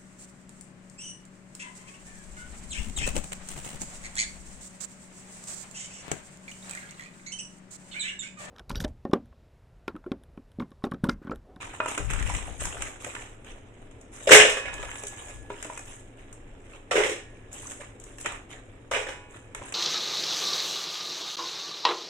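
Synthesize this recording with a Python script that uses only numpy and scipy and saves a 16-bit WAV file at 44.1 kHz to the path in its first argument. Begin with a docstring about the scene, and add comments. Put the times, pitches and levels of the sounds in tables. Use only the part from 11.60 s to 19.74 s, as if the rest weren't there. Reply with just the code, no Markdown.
'''Dried bird's nests are picked out of a plastic tray and dropped, three times, into a steel pot in a small kitchen.
With each move of the fingers their brittle fibres rustle and snap: noise made of tiny fractures, with short pings.
The tray clacks, tapped on the counter or scraped: a set of quickly fading tones. Each nest lands with low thuds and
crackle, rocks to rest, and the steel rings on faintly as tones fed by the blows. Shaking, room noise and a hum lie below.'''
import sys
import numpy as np
from scipy import signal
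from scipy.fft import rfft, irfft, next_fast_len
from scipy.io import wavfile
from scipy.ndimage import uniform_filter1d, map_coordinates

SR = 44100
rng = np.random.default_rng(int(sys.argv[2]) if len(sys.argv) > 2 else 0)


def wav_out(sig):
    """Save sig, one row per channel (or a flat mono array), as 16-bit PCM at SR to the path in sys.argv[1]."""
    wavfile.write(sys.argv[1], SR, np.round(np.clip(np.atleast_2d(sig).T, -1, 1) * 32767).astype(np.int16))


N = 358974
TIME = np.arange(N) / SR  # seconds
SHORT = TIME[:SR // 4]  # a quarter of a second, for single events
TOP_HZ = 15500  # upper limit of the sound

# Tones of the plastic tray. Each row: pitch in Hz, level in dB, time to fade by 60 dB in seconds.
TRAY = [(303.2, -5, 0.14), (410, -6.5, 0.1), (532, 2.5, 0.019), (627, -4.5, 0.035), (830, -7.5, 0.014),
        (960, 0.5, 0.037), (1274, 0.5, 0.019), (1370, -7.5, 0.036), (1786, -3, 0.026), (1970, -4, 0.024),
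        (2480, -5, 0.072), (2755, -4, 0.034)]
# Colour of dry scraping. Each row: frequency in Hz, level in dB.
SCRAPE = [(100, -25), (280, 0), (600, -7), (1000, 0.5), (1300, 0.5), (2500, 2), (3800, -3), (6000, -12),
          (12000, -42.5)]
# Colour of crisp, splitting fibres. Each row: frequency in Hz, level in dB.
CRISP = [(1500, -32.5), (3500, -11), (5400, -9), (6600, 3), (8000, 0), (11000, -7), (16000, -6.5)]
# Each nest rocks to rest. Each row: start in seconds, level of the first contact in dB,
# how freely the pot wall rings in dB.
SETTLES = [(2.873, -34.5, 4.5), (5.515, -36, 2), (7.521, -45.5, 12)]
# pings of thin fibres: middle pitch in Hz, spread in octaves, cycles to fade by 60 dB
FIBRE_HZ, FIBRE_OCTAVES, FIBRE_CYCLES = 8556, 0.3, 83


def rustle(tray_db=-12, scrape_mix_db=-5, flake_db=-8, hiss_db=0.5, fibre_db=-5):
    """With each move fibres scrape on each other, flakes tick and thin strands ping; the tray sounds faintly."""
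    # Moves of the fingers on the nests. Each row: start in seconds, length in seconds,
    # drive of the scraping in dB, drive of the crisp fibres in dB.
    strokes = [(0, 0.0051, -34, -42), (0.126, 0.024, -44.5, -48.5), (0.22, 0.07, -45, -51),
               (0.265, 0.03, -36, -38), (0.365, 0.017, -38.5, -52), (0.488, 0.12, -39, -65),
               (0.644, 0.13, -39, -40.5), (0.709, 0.044, -35, -35.5), (0.842, 0.05, -42.5, -45.5),
               (0.989, 0.048, -35.5, -35), (1.103, 0.17, -40, -44), (1.394, 0.11, -43.5, -45),
               (1.558, 0.068, -43.5, -47.5), (1.854, 0.02, -44.5, -52.5), (2.513, 0.22, -49.5, -47),
               (3.113, 0.19, -43, -48), (3.305, 0.22, -46, -48.5), (3.553, 0.15, -47.5, -46),
               (3.886, 0.19, -46.5, -51.5), (4.03, 0.16, -50, -49), (4.24, 0.12, -50.5, -48.5),
               (4.563, 0.038, -52, -59), (5.029, 0.14, -55, -59.5), (5.91, 0.13, -48.5, -47.5),
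               (5.983, 0.13, -51.5, -44), (6.195, 0.022, -45.5, -49.5), (6.397, 0.12, -56, -54.5),
               (6.588, 0.06, -50, -48.5), (6.638, 0.015, -32, -43), (6.885, 0.039, -45, -52.5),
               (7.692, 0.059, -52, -53.5), (7.959, 0.11, -46.5, -54.5)]
    # a nest merely held in the hand keeps up a faint rustle
    rub, split = np.full(N, amp(-62)), np.full(N, amp(-69))
    for start, length, scrape_db, crisp_db in strokes:
        move = gesture(start, length, attack_s=0.017, release_db_per_s=134)
        rub = np.maximum(rub, amp(scrape_db) * move)
        split = np.maximum(split, amp(crisp_db) * move)

    slips = crackle(rate=700, spread_db=4, grain_s=0.001)
    flakes = ticks(330, centre_hz=1335, octaves=0.8, cycles=14, spread_db=14)
    body = amp(scrape_mix_db) * coloured(rub * slips, SCRAPE)
    body = body + amp(flake_db) * rub * flakes
    plastic = ring(TRAY, SHORT, scatter_db=0.5)
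    body = body + amp(tray_db - 16.5) * through(body, plastic / np.linalg.norm(plastic))

    splitting = crackle(rate=1300, spread_db=4, grain_s=0.0008)
    pings = ticks(450, FIBRE_HZ, FIBRE_OCTAVES, FIBRE_CYCLES, spread_db=20)
    fibres = amp(hiss_db) * coloured(split * splitting, CRISP)
    fibres = fibres + amp(fibre_db) * split * pings

    # the level of every move is uneven, quickly and slowly
    catch = unit(amp(1.6 * wobble(110) + 1.2 * wobble(22)))
    return catch * patchy(body + fibres, depth_db=2.5)


def crumbles(attack_s=0.011, release_db_per_s=400):
    """Under a squeeze a quick run of clear, high pings comes from the breaking strands."""
    # Squeezes of a nest. Each row: start in seconds, length in seconds, level in dB.
    squeezes = [(0.27, 0.1, -49), (0.429, 0.023, -41.5), (0.495, 0.093, -45), (0.968, 0.065, -48),
                (3.295, 0.2, -45.5), (6.055, 0.085, -64), (6.572, 0.07, -46), (8.028, 0.065, -47)]
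    squeeze = loudest(squeezes, attack_s, release_db_per_s)
    return squeeze * ticks(380, FIBRE_HZ, FIBRE_OCTAVES, FIBRE_CYCLES, spread_db=14)


def snaps(t60=0.03, fibre_hz=7200, flake_hz=1500, ping_t60=0.018, count=4):
    """A fibre breaks with a short crack and pings; each fibre and flake has its own pitch."""
    # Fibre snaps, loud and faint. Each row: time in seconds, crack in dB before a shared trim, body in dB.
    breaks = [(0.258, -29, -36), (0.282, -27, -33), (0.312, -30, -33), (0.348, -32, -29),
              (0.377, -19, -24.5), (0.4884, -48, -40), (0.501, -27, -28.5), (0.508, -24, -30),
              (0.5337, -23, -27), (0.57, -44, -46), (0.597, -31, -43), (0.625, -28, -30),
              (0.6985, -31, -40), (0.748, -26, -24.5), (0.786, -36, -33.5), (0.9653, -46, -57),
              (1.008, -30, -36), (1.053, -19, -28.5), (1.069, -40, -37), (1.2207, -21, -27),
              (1.445, -27, -28.5), (1.550, -31, -28.5), (1.62, -39, -37), (1.845, -43.5, -45),
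              (2.311, -47, -51), (2.412, -41.5, -66), (3.139, -27.5, -56), (3.2275, -35, -30.5),
              (3.314, -47, -34), (3.3559, -36, -34.5), (3.435, -28, -35), (3.4677, -22, -69),
              (3.686, -47, -48.5), (4.026, -25, -34), (4.046, -29, -35.5), (4.175, -28.5, -41),
              (4.192, -30.5, -40), (4.727, -35, -49.5), (5.9285, -32, -50.5), (5.944, -35, -49),
              (6.117, -29, -36), (6.399, -36.5, -53.5), (6.438, -33, -51), (6.5833, -34, -39),
              (6.6104, -28, -52), (6.6593, -22.5, -21.5), (6.7207, -32, -53), (7.9475, -27.5, -30.5),
              (8.084, -40, -41), (8.1228, -27.5, -32.5)]
    cracks = np.zeros((2, N))
    onset = 1 - np.exp(-SHORT / 0.0006)
    for s, crack_db, body_db in breaks:
        grit = two_ports(rng.standard_normal((2, len(SHORT)))) * onset * amp(-60 * SHORT / t60)
        # pitch ratios: one for the flake, the rest for the fibres
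        flake, *fibres = np.exp(np.clip(0.22 * rng.standard_normal(count + 1), -0.5, 0.5))
        modes = [(fibre * fibre_hz, -12, ping_t60) for fibre in fibres]
        ping = onset * ring(modes, SHORT, scatter_db=3)
        body = resonant(coloured(grit, SCRAPE), flake * flake_hz, q=6.7, boost_db=-8)
        add(cracks, s, amp(body_db) * body)
        add(cracks, s, amp(crack_db - 2.5) * (amp(2.0) * coloured(grit, CRISP) + ping))
    return cracks


def tray_clacks(crack_t60=0.044, chatter_db=-14):
    """Dry, damped clacks of the plastic tray, tapped on the counter or scraped by a nest; each spot favours its own tones."""
    # Each row: time in seconds, level in dB before a trim, favoured pitch in Hz, its spread in octaves.
    contacts = [(0.202, -11.5, 1160, 0.92), (0.259, -19, 1040, 0.93), (0.377, -20.5, 1000, 2.2),
                (0.699, -22, 920, 0.29), (1.053, -30, 820, 0.33), (1.169, -31, 1350, 0.62),
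                (1.564, -28.5, 1300, 1.3), (3.193, -31, 604, 0.84), (3.287, -33, 960, 0.64),
                (3.437, -30.5, 520, 0.56), (3.687, -57, 523, 0.76), (3.902, -23, 650, 2),
                (4.051, -30.5, 450, 1.6), (4.099, -25.5, 860, 0.46), (4.174, -30.5, 1800, 0.72),
                (6.659, -23, 1400, 0.26), (7.95, -32.5, 700, 0.81)]
    clacks = np.zeros((2, N))
    onset = 1 - np.exp(-SHORT / 0.0005)
    for s, db, centre_hz, octaves in contacts:
        # tones far from the favoured pitch are weaker
        modes = [(hz, level - 6 * (np.log2(hz / centre_hz) / octaves) ** 2, t60) for hz, level, t60 in TRAY]
        clack = onset * ring(modes, SHORT, scatter_db=4.5)
        grit = two_ports(rng.standard_normal((2, len(SHORT)))) * onset * amp(-60 * SHORT / crack_t60)
        chatter = resonant(coloured(grit, SCRAPE), centre_hz, q=2.9, boost_db=14)
        add(clacks, s, amp(db - 4.5) * clack / np.abs(clack).max() + amp(db + chatter_db) * chatter)
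    return clacks


def tumbles(thud_t60=0.028, clatter_t60=0.077, crisp_t60=0.12, rise_s=0.0023, push_s=0.0032,
            low_db=-7, high_db=-7, edge_hz=2350, edge_db=-2):
    """Each landing is a hollow thud and a quick shower of brittle edges, coloured by the spot of steel it hits."""
    # A nest strikes the pot. Each row: time in seconds, clatter in dB before a trim, clatter pitch in Hz,
    # thud in dB before a trim, thud pitch in Hz, crisp splintering in dB before a trim.
    landings = [(2.671, -27, 2760, -11.5, 570, -33), (2.689, -20, 1700, -16, 520, -25.5),
                (2.707, -14, 2700, -9, 468, -16), (2.715, -5.5, 1880, -5.5, 520, -14),
                (2.728, -7.5, 2180, -3.5, 530, -13), (2.745, -8, 2040, -20, 500, -13.5),
                (2.763, -18, 1740, -13.5, 438, -20), (2.798, -12, 2760, -24, 424, -24),
                (2.812, -15.5, 2720, -15, 550, -32), (2.848, -21.5, 2910, -13.5, 565, -32),
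                (2.895, -29, 1800, -24, 526, -28.5), (2.967, -30, 1740, -28.5, 497, -38.5),
                (3.053, -35, 2410, -33, 600, -51), (3.079, -37, 1400, -41, 560, -56),
                (5.310, -22.5, 1370, -23, 503, -33), (5.340, -46, 2400, -22, 496, -47),
                (5.354, -22, 1390, -14, 483, -38), (5.365, -26, 2200, -27, 511, -35.5),
                (5.378, -25.5, 2400, -13.5, 514, -35), (5.401, -26, 900, -21, 470, -37),
                (5.433, -23.5, 1950, -32, 470, -34), (5.461, -36.5, 2190, -22, 506, -39),
                (5.492, -37, 2130, -26, 447, -35), (7.311, -28.5, 1098, -21.5, 562, -35.5),
                (7.334, -28, 2220, -26, 550, -41), (7.347, -28, 2900, -30, 627, -48),
                (7.359, -30, 1000, -26, 505, -42), (7.391, -37, 2200, -35, 560, -45),
                (7.411, -41, 2300, -30, 530, -48), (7.466, -38, 1890, -31, 515, -49),
                (7.485, -36.5, 905, -30.5, 503, -46.5)]
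    # Colour of the clatter. Each row: frequency in Hz, level in dB.
    clatter = [(80, -22), (220, -17), (380, -6.5), (760, 2.5), (1020, -3.5), (1300, -2), (1600, -7.5),
               (1930, -6.5), (2900, -3.5), (4000, -7), (6000, -4), (14000, -50.5)]
    # Colour of the splintering. Each row: frequency in Hz, level in dB.
    splinter_colour = [(1500, -29.5), (3500, -3.5), (5400, -2), (6600, 1.5), (8000, -1.5), (11000, -8),
                       (16000, -3)]
    thud, crisp_power = np.zeros((2, N))
    edges = np.zeros((2, N))
    onset = 1 - np.exp(-SHORT / rise_s)
    push = 1 - np.exp(-(SHORT / push_s) ** 2)  # the springy nest loads the pot's bottom gently
    shower = onset * amp(-60 * SHORT / clatter_t60)
    clicks = ticks(900, edge_hz, octaves=0.4, cycles=26, spread_db=12)
    grit = coloured(crackle(rate=1400, spread_db=3.5, grain_s=0.0012), clatter)
    grit = grit + amp(edge_db) * clicks
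    for s, clatter_db, clatter_hz, thud_db, thud_hz, crisp_db in landings + rocking():
        # the lopsided nest touches at three points almost together: pitch ratio, dB, longest delay in s
        for ratio, db, lag_s in [(1, 0, 0.00068), (0.82, low_db, 0.0089), (1.16, high_db, 0.008)]:
            mode = (ratio * thud_hz, thud_db + db + 6.0, thud_t60)
            add(thud, s + lag_s * rng.random(), push * ring([mode], SHORT, scatter_db=0.5))
        # a random stretch of the grit makes every burst different
        burst = grit[:, rng.integers(N - len(SHORT)):][:, :len(SHORT)] * shower
        burst = unit(resonant(burst, clatter_hz, q=2.5, boost_db=2)) * np.sqrt(np.mean(shower ** 2))
        add(edges, s, amp(clatter_db + 3.5) * burst)
        # overlapping splinters add in power
        add(crisp_power, s, (onset * amp(crisp_db + 9.0 - 60 * SHORT / crisp_t60)) ** 2)
    splitting = crackle(rate=1500, spread_db=2.0, grain_s=0.0037)
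    return thud + edges + coloured(np.sqrt(crisp_power) * splitting, splinter_colour)


def rocking(count=4):
    """Contacts that tend to come quicker and weaker as each nest comes to rest, in rows like the landings."""
    first_gap_s, shrink, loss_db = 0.04, 0.9, 8  # each gap over the one before, loss per contact
    contacts = []
    for s, first_db, _ in SETTLES:
        for k, (gap, size, pitch) in enumerate(rng.standard_normal((count, 3))):
            db = first_db - loss_db * k + 0.57 * size
            thud_hz = 487 * np.exp(0.12 * pitch)
            contacts.append((s, db, 2180, db + 1, thud_hz, db - 8))
            s += first_gap_s * shrink ** k * np.exp(0.17 * gap)
    return contacts


def pot(blows, air_db=-26, steel_db=-23, shimmer_db=-23):
    """The hollow of the pot booms briefly; its wall stores the energy of the blows and sings on."""
    # Tones of the pot wall; each drop hits another spot. 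Each row: pitch in Hz, time to fade by 60 dB
    # in seconds, then relative level in dB in the first, second and third drop.
    steel = [(502, 0.6, -12, -16, -20), (834, 1.3, -18.5, -19, -7.5), (982, 1.3, -14.5, -20, -6.5),
             (1109, 1.3, -12.5, -16, -11), (1450, 0.88, -14.5, -12, -6.5), (1695, 3.5, -11, -10, -15),
             (1790, 1.1, -8, -10, -12.5), (1840, 0.89, -11, -3, -23), (1938, 0.28, -3, -8.5, -15),
             (2070, 0.36, -5.5, -2.5, -3), (2250, 1, -16.5, -22, -9), (2520, 1.2, -1.5, -17.5, -5),
             (3000, 1.6, -8.5, -14.5, -13), (3700, 1, -10, -18.5, -17), (4200, 0.3, -9, -16.5, -18.5),
             (7996, 0.3, -13, -19, -21.5), (8700, 0.3, -14.5, -19, -23.5), (8987, 0.3, -12.5, -19, -23)]
    # Tones of the hollow. Each row: pitch in Hz, relative level in dB, time to fade by 60 dB in seconds.
    pot_air = [(390, 5, 0.06), (428.3, 2, 0.23), (527, -2, 0.048), (590, -5, 0.11)]
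    air = ring(pot_air, TIME[:SR], scatter_db=8)
    hollow = blows + amp(air_db) * through(blows, air / np.linalg.norm(air))

    settle_s, _, freedom_db = np.transpose(SETTLES)
    on_wall = blows * amp(np.interp(TIME, settle_s, freedom_db))
    power = np.abs(uniform_filter1d(np.mean(on_wall ** 2, axis=0), size=256))
    # which drop (0, 1 or 2) each moment belongs to
    drop = np.searchsorted((settle_s[:-1] + settle_s[1:]) / 2, TIME)
    wall = np.zeros((2, N))
    for hz, t60, *drop_db in steel:
        keep = amp(-60 / (t60 * SR)) ** 2  # share of the energy left after one sample
        stored = signal.lfilter([1 - keep], [1, -keep], power * (amp(drop_db) ** 2)[drop])
        tone = np.sin(2 * np.pi * (hz * TIME + rng.random((2, 1)) / 4))
        wall += amp(0.7 * wobble(12)) * np.sqrt(stored) * tone
    return shifting_kitchen(hollow, wet_db=-1.0) + amp(steel_db) * wall + amp(shimmer_db) * shimmer(on_wall)


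def shimmer(blows, count=50, t60=0.3):
    """Besides its main tones the thin wall has a crowd of weak, close modes."""
    t = TIME[:SR * 2 // 3]
    modes = np.sin(2 * np.pi * rng.uniform(1400, 4000, (count, 1)) * t)
    strengths = rng.standard_normal((2, count))
    wall = np.einsum("cm,mt->ct", strengths, modes) * amp(-60 * t / t60)
    return through(blows, wall / np.linalg.norm(wall[0]))


def shifting_kitchen(x, wet_db, step_s=0.02, count=5):
    """A tumbling nest keeps changing its place: the sound fades round a cycle of different room answers."""
    turn = TIME / step_s
    answers = 0
    for k in range(count):
        weight = np.clip(1 - np.abs((turn - k) % count - 1), 0, 1)
        answers = answers + kitchen(x * weight, wet_db)
    return answers


def kitchen(x, wet_db):
    """Hard walls and counters answer with a tail of fading noise, the highest treble dying first."""
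    # Each row: frequency in Hz, time for the room's answer to fade by 60 dB in seconds.
    fade_times = [(150, 0.19), (500, 0.34), (2500, 0.35), (8000, 0.34), (14000, 0.13)]
    hz, t, z = signal.stft(two_ports(rng.standard_normal((2, SR))), SR, nperseg=256)
    tail = signal.istft(z * amp(-60 * t / along(fade_times, hz)[:, None]), SR, nperseg=256)[1]
    tail *= np.clip(TIME[:tail.shape[1]] / 0.009, 0, 1)  # the answer builds up over 9 ms
    return x + amp(wet_db) * through(x, tail / np.linalg.norm(tail[0]))


def rumble(attack_s=0.018, release_db_per_s=130):
    """The grip on the nests shakes tray and microphone in lumps of low noise, mostly on the left."""
    # The grip shakes the tray. Each row: start in seconds, length in seconds, level in dB before left and right.
    grips = [(0.391, 0.39, -32.5), (0.435, 0.03, -30.5), (0.49, 0.04, -31.5), (0.56, 0.03, -29.5),
             (0.63, 0.022, -32), (0.692, .08, -38.5), (0.79, 0.13, -40.5), (0.976, 0.11, -40.5),
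             (1.15, 0.076, -44), (3.034, 0.098, -48.5), (3.183, 0.072, -47.5), (3.74, 0.044, -47.5)]
    colour = [(20, 1.0), (45, 9.5), (95, -1.5), (185, -10.5), (300, -34), (800, -37)]  # Hz, dB
    shake = coloured(rng.standard_normal((2, N)), colour)
    grip = loudest(grips, attack_s, release_db_per_s)
    lumps = unit(amp(1.64 * wobble(29)))
    return shake * grip * lumps * amp([[3], [-10]])  # left and right, dB


def background(hush_db=-51, hum_db=-1):
    """Low room noise and the unsteady hum of an appliance, made of wavering tones."""
    # Colour of the room noise. Each row: frequency in Hz, relative level in dB.
    hush_colour = [(12, -19.5), (21, 0), (30, -7), (45, -11), (65, -16.5), (110, -12.5), (150, -24.5),
                   (280, -19), (450, -20), (1110, -35), (2280, -36.5), (7030, -54), (12000, -51),
                   (16000, -84)]
    # Tones of the appliance. Each row: pitch in Hz, level in dB before the shared hum level.
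    hum_tones = [(113.0, -57.5), (269.2, -62.5)]
    noise = two_ports(rng.standard_normal((2, N)))
    size = next_fast_len(N)
    gain = amp(along(hush_colour, np.fft.rfftfreq(size, 1 / SR)))
    hush = irfft(rfft(noise, size) * gain, size)[:, :N]
    hum = 0
    for hz, db in hum_tones:
        level = amp(db + hum_db + 1.4 * wobble(15))
        hum = hum + level * np.sin(2 * np.pi * hz * TIME + 1.7 * wobble(9.6))
    return amp(hush_db) * unit(hush) + hum


def gesture(start, length, attack_s, release_db_per_s):
    """Gain that rises, holds and dies away."""
    t = TIME - start
    return np.clip(t / attack_s, 0, 1) * amp(-np.clip(release_db_per_s * (t - length), 0, 120))


def loudest(rows, attack_s, release_db_per_s):
    """Gain of the strongest gesture at each moment, from rows of start, length and level in dB."""
    gains = [amp(db) * gesture(start, length, attack_s, release_db_per_s) for start, length, db in rows]
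    return np.max(gains, axis=0)


def crackle(rate, spread_db, grain_s):
    """Stereo stream of tiny fractures of very unequal size, rate a second, rms 1."""
    sizes = (rng.random(N) < rate / SR) * amp(spread_db * np.minimum(rng.standard_normal(N), 2))
    power = through(sizes ** 2, np.exp(-SHORT / grain_s))
    return unit(np.sqrt(np.abs(power)) * two_ports(rng.standard_normal((2, N))))


def ticks(rate, centre_hz, octaves, cycles, spread_db):
    """Stereo stream of separate little ringing pieces, each with its own pitch, size and place, rms 1."""
    when, pitch, size, place = rng.random((4, int(rate * N / SR), 1))
    t = SHORT[:SR // 60]
    hz = np.clip(centre_hz * 2 ** (octaves * np.sqrt(3) * (2 * pitch - 1)), 100, TOP_HZ)
    # the cube makes most pieces small and a few large
    grains = amp(spread_db * size ** 3 - 60 * t * hz / cycles) * np.sin(2 * np.pi * hz * t)
    where = ((when * N).astype(int) + np.arange(len(t))).ravel()
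    pair = []
    for share in (np.cos, np.sin):
        placed = grains * share(2 * np.pi * place)
        pair.append(np.bincount(where, placed.ravel(), N)[:N])
    return unit(two_ports(np.array(pair)))


def ring(modes, t, scatter_db):
    """Damped modes (Hz, dB, t60 in seconds), each struck at a slightly new strength."""
    total = 0
    for hz, db, t60 in modes:
        strength = db + scatter_db * rng.standard_normal()
        total = total + amp(strength - 60 * t / t60) * np.sin(2 * np.pi * hz * t)
    return total


def resonant(x, hz, q, boost_db):
    """Lift one broad resonance out of a sound and keep its power."""
    lifted = x + amp(boost_db) * signal.lfilter(*signal.iirpeak(hz, q, fs=SR), x)
    return lifted * np.std(x) / np.std(lifted)


def patchy(x, depth_db):
    """Every flake has its own size, so the colour shifts from moment to moment."""
    z = signal.stft(x, nperseg=512)[2]
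    field = rng.standard_normal(z.shape[1:])
    for _ in range(2):  # smooth over pitch, then over time
        field = uniform_filter1d(uniform_filter1d(field, size=6, axis=0), size=4, axis=1)
    return signal.istft(z * unit(amp(depth_db * unit(field))), nperseg=512)[1][:, :N]


def wobble(rate):
    """A smooth random curve, rate knots a second."""
    coarse = TIME[::64]
    knots = rng.standard_normal(int(N * rate / SR) + 4)
    return np.interp(TIME, coarse, map_coordinates(knots, [coarse * rate]))


def two_ports(pair):
    """Two unrelated sounds become a stereo pair that is alike in the bass."""
    # Each row: frequency in Hz, likeness of left and right from 0 to 1.
    alike = [(100, 0.99), (450, 0.79), (1000, 0.099), (2000, 0.013), (8000, 0.071)]
    size = next_fast_len(pair.shape[1])
    turn = np.arccos(np.clip(along(alike, np.fft.rfftfreq(size, 1 / SR)), -1, 1)) / 2
    mid, side = irfft(rfft(pair, size) * [np.cos(turn), np.sin(turn)], size)[:, :pair.shape[1]]
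    return np.array([mid + side, mid - side])


def coloured(x, spectrum):
    """Colour a white sound and keep its power."""
    impulse = response(spectrum)
    return through(x, impulse / np.linalg.norm(impulse))


def response(spectrum, size=2048):
    """Impulse response with the given colour that starts at once, with no sound ahead of time zero."""
    cepstrum = irfft(np.log(amp(along(spectrum, np.fft.rfftfreq(size, 1 / SR)))))
    # fold the backward half onto the forward half
    cepstrum[1:size // 2] *= 2
    cepstrum[size // 2 + 1:] = 0
    return irfft(np.exp(rfft(cepstrum)))


def through(x, impulse):
    """Sound passed through an impulse response."""
    return signal.oaconvolve(np.atleast_2d(x), np.atleast_2d(impulse), axes=1)[:, :x.shape[-1]]


def along(points, hz):
    """(Hz, value) points read on a log frequency axis."""
    f, v = np.transpose(points)
    return np.interp(np.log(hz + 1), np.log(f + 1), v)


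def add(track, s, sound):
    """Mix a sound into a track from time s on."""
    room = track[..., max(round(s * SR), 0):][..., :sound.shape[-1]]
    room += sound[..., :room.shape[-1]]


def amp(db):
    """Decibels to gain."""
    return np.exp(np.asarray(db) * np.log(10) / 20)


def unit(x):
    """Scaled to rms 1."""
    return x / np.sqrt(np.mean(x ** 2) + 1e-20)


def scene():
    """The tray is close; the pot throws its sound up into the room."""
    handling = kitchen(rustle() + crumbles(), wet_db=-8)
    strikes = kitchen(patchy(snaps(), depth_db=0.5) + tray_clacks(), wet_db=-6.5)
    return handling + strikes + pot(tumbles()) + rumble() + background()


def record(dry, ceiling=1.0):
    """Stereo colour with a dip near 4.6 kHz and little above 12 kHz, soft overload and a band limit."""
    # Each row: frequency in Hz, overall level in dB.
    overall = [(3000, 2.5), (3900, -2.5), (4300, -11.5), (4650, -14), (5200, -4), (6300, -5), (7900, 2),
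               (9000, -1.5), (10200, -8), (12500, -15.5), (14000, -38.5)]
    # Each row: frequency in Hz, left minus right in dB.
    lean = [(100, 1), (550, 1), (1300, -2), (2300, -5), (4000, 3.5), (8000, -0.5)]
    sides = [response([(hz, side * db / 2) for hz, db in lean]) for side in (1, -1)]
    left, right = through(through(dry, response(overall)), np.array(sides))
    # sound reaches the left side first, by 3 samples
    x = np.array([left, np.pad(right, (3, 0))[:N]])
    x = x / (1 + np.abs(x / ceiling) ** 6) ** (1 / 6)
    return signal.sosfilt(signal.butter(N=12, Wn=TOP_HZ, fs=SR, output="sos"), x)


dry = scene()
out = record(dry)
wav_out(out)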